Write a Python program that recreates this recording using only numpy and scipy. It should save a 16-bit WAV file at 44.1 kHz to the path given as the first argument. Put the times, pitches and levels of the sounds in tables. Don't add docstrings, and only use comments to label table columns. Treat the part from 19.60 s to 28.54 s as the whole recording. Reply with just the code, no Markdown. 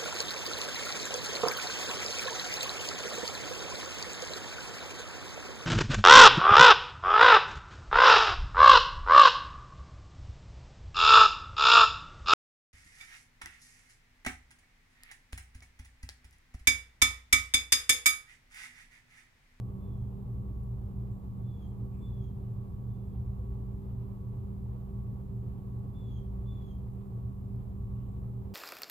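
import sys
import numpy as np
from scipy import signal
from scipy.fft import rfft, irfft
from scipy.io import wavfile

SR = 44100
rng = np.random.default_rng(int(sys.argv[2]) if len(sys.argv) > 2 else 0)


def persist_wave(psi):
    counts = np.round(np.clip(psi, -1, 1) * 32767).astype(np.int16)
    wavfile.write(sys.argv[1], SR, np.atleast_2d(counts).T)


N = 394254
TIME = np.arange(N) / SR
FREQS = np.fft.rfftfreq(N, 1 / SR)
SIDES = np.array([[1], [-1]])


def undb(db):
    return 10 ** (np.asarray(db) / 20)


def across(points):
    hz, value = np.transpose(points)
    return np.interp(np.log(FREQS + 1), np.log(hz), value)


def walk(rate):
    lowpass = np.exp(-.5 * np.minimum(FREQS / rate, 20) ** 2)
    y = irfft(rfft(rng.standard_normal(N)) * lowpass, N)
    return (y - y.mean()) / y.std()


def tone(phase, db, pan_db, lead):
    gain = np.sqrt(2) * undb(db + SIDES * pan_db / 2)
    return gain * np.cos(phase + SIDES * lead / 2)


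def orders(lines, phase):
    return sum(tone(round(k) * phase, db, pan_db, lead) for k, db, pan_db, lead in lines)


# frequency in Hz, likeness from 0 to 1.
LIKENESS = [(60, .98), (130, .95), (180, .75), (250, .95), (380, .68), (490, .8), (640, .35), (900, .4),
            (1300, .5), (1800, .1), (4000, .03), (15000, 0)]
# frequency in Hz, left minus right in dB.
BALANCE = [(110, -0.7), (200, -3), (700, -3), (1300, -1.3), (2400, 1.2), (5200, 2), (7400, 5.5),
           (8600, 0.5), (11000, 0), (11900, -3), (13000, 0), (15000, -3.5)]
LEFT_LEAD_S = .00027


def noise(spectrum):
    shared, *own = rfft(rng.standard_normal((3, N)))
    like = np.clip(across(LIKENESS), 0, 1)
    left_first = np.exp(1j * np.pi * FREQS * LEFT_LEAD_S * SIDES)
    pair = np.sqrt(like) * shared * left_first + np.sqrt(1 - like) * np.array(own)
    color = undb(across(spectrum) + SIDES * across(BALANCE) / 2)
    return irfft(pair * color, N) * np.sqrt(SR / 2)


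def room(x, t60, wet_db):
    t = TIME[:SR // 2]
    envelope = np.exp(-np.log(1000) * t / t60) * (1 - np.exp(-t / 0.0037))
    tail = rng.standard_normal((2, len(t))) * envelope
    tail /= np.sqrt(np.sum(tail ** 2, axis=1, keepdims=True))
    wet = signal.fftconvolve(x[None], tail, axes=1)[:, :N]
    return (x + undb(wet_db) * wet) / np.sqrt(1 + undb(2 * wet_db))


SHAFT_HZ, MAINS_HZ = 58.64, 60.02
THROB_S, BASS_SWELL_S = 4.367, 3.9
# multiple of the shaft rate, level in dB,
# left minus right in dB, left lead in radians.
COMPRESSOR = [(2, -44.5, 0, -0.62), (4, -72, 3, 3.5), (6, -88.5, -4, 0.5), (11, -85.5, -9, 3.5),
              (13, -83, 3, -0.5), (14, -90.5, -10.5, 1.4), (21, -90.5, -6, 1)]
# multiple of the mains rate, level in dB,
# left minus right in dB, left lead in radians.
MAINS = [(2, -44.5, -0.5, -0.14), (4, -69.5, 5.5, -0.013), (6, -81.5, 1, -1.5)]
# Hz above the shaft rate, level in dB.
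BASS_TONES = [(0, -47.5), (.38, -57), (0.691, -50)]


def compressor(wander_rad=0.024):
    turn = 2 * np.pi * (TIME - THROB_S)
    shaft = SHAFT_HZ * turn + wander_rad * walk(0.52)
    drift = 2 * np.pi * (TIME - BASS_SWELL_S)
    bass = sum(tone(shaft + above_hz * drift, db, pan_db=-0.5, lead=0.24)
               for above_hz, db in BASS_TONES)
    return bass + orders(COMPRESSOR, shaft) + orders(MAINS, MAINS_HZ * turn)


BLOWER_HZ, FAN_HZ = 18.33, 194.98
# multiple of the blower rate, level in dB,
# left minus right in dB, left lead in radians.
BLOWER = [(1, -72, -1, .7), (2, -53, -1, .4), (6, -50.5, -1, 0.12), (7, -58.5, -2, .1), (8, -64, 6, 0.37),
          (9, -74.5, -2.5, 0.34)]
# multiple of the blade rate, level in dB before flutter,
# left minus right in dB, left lead in radians.
FAN = [(1, -48, -3.5, 0.78), (2, -60.5, -4.5, 0.91), (3, -81.5, -1.5, 0.67)]


def fans(blower_wobble_rad=0.066, fan_wobble_rad=0.45, flutter_db=1.1):
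    blower_turn = 2 * np.pi * (BLOWER_HZ * TIME + rng.random())
    blower = orders(BLOWER, blower_turn + blower_wobble_rad * walk(0.7))
    blades = 2 * np.pi * FAN_HZ * TIME + fan_wobble_rad * (walk(0.56) + .5 * walk(7))
    fan = sum(orders([line], blades) * undb(flutter_db * line[0] * walk(6.2)) for line in FAN)
    return blower + fan


# frequency in Hz, level in dB, left minus right in dB,
# left lead in radians.
CASING = [(67.75, -54, -0.2, -0.2), (90.6, -55, 0, -0.3), (101.7, -54.5, 1.5, 0.05), (145.3, -63, 0, 0),
          (175.9, -65, -8.5, 0), (824, -85.5, 7.5, -0.7), (1006, -86.5, -7, 0.4), (1185, -84, -3.5, -2.5),
          (1238, -87, -6, 2), (3900, -99, -2.5, 1.2), (8213, -102, 8, 4), (8332, -104, 3.5, 1.2)]


def casing(wobble_rad=0.21):
    return sum(tone(2 * np.pi * (hz * TIME + rng.random()) + wobble_rad * walk(0.99), db, pan_db, lead)
               for hz, db, pan_db, lead in CASING)


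WHINE_HZ, WHINE_BEAT_HZ, WHINE_SWELL_S = 1121.35, 1.33, 4.66


def whine():
    phase = 2 * np.pi * WHINE_HZ * TIME
    beat = 2 * np.pi * WHINE_BEAT_HZ * (TIME - WHINE_SWELL_S)
    lower = tone(phase, db=-73.5, pan_db=-1.5, lead=2.07)
    upper = tone(phase + beat, db=-80.0, pan_db=1.0, lead=1.8)
    return lower + upper


# frequency in Hz, density in dB per Hz before the sway.
RUMBLE = [(18, -89.5), (29, -77), (40, -70.5), (50, -65.5), (59, -64.5), (70, -58), (85, -64.5),
          (102, -61.5), (122, -63), (138, -70), (188, -71), (208, -79), (250, -77.5), (400, -105),
          (900, -160)]
# frequency in Hz, density in dB per Hz before the sway.
AIR = [(150, -96.5), (280, -81.5), (345, -83.5), (385, -82), (425, -85.5), (485, -85.5), (560, -92.5),
       (790, -92.5), (1000, -94.5), (1210, -99), (1340, -103.5), (1600, -110.5), (3500, -118.5),
       (7000, -136)]


def airflow(rumble_sway_db=0.85, air_sway_db=1.0):
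    rumble = noise(RUMBLE) * undb(rumble_sway_db * walk(1.8))
    return rumble + noise(AIR) * undb(air_sway_db * walk(16.0))


WHISTLE_TOP_HZ, WHISTLE_FALL_HZ, WHISTLE_CREST_SHARE, WHISTLE_BEND = 3494, 325.3, .19, 1.4
OVERTONE_OPEN_DB, OVERTONE_CLOSE_DB = -27.5, -9.5
# start in seconds, length in seconds, opening level in dB, closing level in dB,
# both before fades, flicker and room.
WHISTLES = [(0.185, 0.29, -80.5, -84), (1.822, 0.26, -80, -71), (2.397, .31, -71.5, -76),
            (3.25, 0.36, -87, -89), (6.326, .285, -73.5, -67.5), (6.848, 0.3, -64.5, -73.5)]


def bird(quaver=.008, rasp_rad=0.18, flicker_db=2.0, onset=0.15, release=0.12, ease_db=-2, pan_db=-4.5):
    tremor = quaver * walk(170)
    flicker = flicker_db * walk(25)
    hoarse = rasp_rad * walk(1100)
    out = np.zeros(N)
    for start, length, open_db, close_db in WHISTLES:
        at = (TIME >= start) & (TIME < start + length)
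        u = (TIME[at] - start) / length
        from_crest = np.abs((u - WHISTLE_CREST_SHARE) / (1 - WHISTLE_CREST_SHARE))
        hz = WHISTLE_TOP_HZ - WHISTLE_FALL_HZ * from_crest ** WHISTLE_BEND
        roughness = .5 + u
        phase = 2 * np.pi * np.cumsum(hz * (1 + tremor[at] * roughness)) / SR + hoarse[at] * roughness
        db = open_db + (close_db - open_db) * u + ease_db * np.sin(np.pi * u) ** 2 + flicker[at]
        fade = np.clip(np.minimum(u / onset, (1 - u) / release), 0, 1)
        effort = fade * undb(db)
        overtone = undb(OVERTONE_OPEN_DB + (OVERTONE_CLOSE_DB - OVERTONE_OPEN_DB) * u)
        out[at] += np.sqrt(2) * effort * (np.sin(phase) + overtone * np.sin(2 * phase))
    return room(out, t60=0.33, wet_db=1) * undb(SIDES * pan_db / 2)


# start in seconds, length in seconds, level in dB before the room,
# centre in Hz, width in Hz.
TOUCHES = [(1.031, .013, -78.5, 10500, 3400), (1.505, 0.12, -89, 7600, 950), (2.07, .055, -88, 7600, 950),
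           (2.315, 0.18, -81.5, 2400, 523), (2.325, 0.24, -87, 7800, 1050), (6.385, .11, -91, 7500, 850),
           (8.355, .21, -86, 2830, 720), (8.455, 0.2, -92, 7700, 950)]


def fingers(grain_db=3, pan_db=2):
    grit = rfft(rng.standard_normal(N) * undb(grain_db * walk(200)))
    out = np.zeros(N)
    for start, length, db, hz, width_hz in TOUCHES:
        band = 1 / (1 + (2 * (FREQS - hz) / width_hz) ** 2)
        rub = irfft(grit * band, N)
        u = np.clip((TIME - start) / length, 0, 1)
        stroke = np.sin(np.pi * np.sqrt(u))
        out += undb(db) * stroke * rub / rub.std()
    return room(out, t60=.3, wet_db=-8.5) * undb(SIDES * pan_db / 2)


def scene():
    return compressor() + fans() + casing() + whine() + airflow() + bird() + fingers()


TOP_HZ = 15500
# frequency in Hz, density in dB per Hz.
HISS = [(1500, -124), (5000, -122.5), (5700, -124.5), (7600, -120.5), (9000, -123.2), (10800, -118.8),
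        (11900, -115.2), (12800, -116.4), (14300, -116.3), (15400, -114.2)]


def record(dry):
    top_cut = signal.ellip(12, .1, 80, TOP_HZ, fs=SR, output="sos")
    return signal.sosfilt(top_cut, dry + noise(HISS))


dry = scene()
out = record(dry)
persist_wave(out)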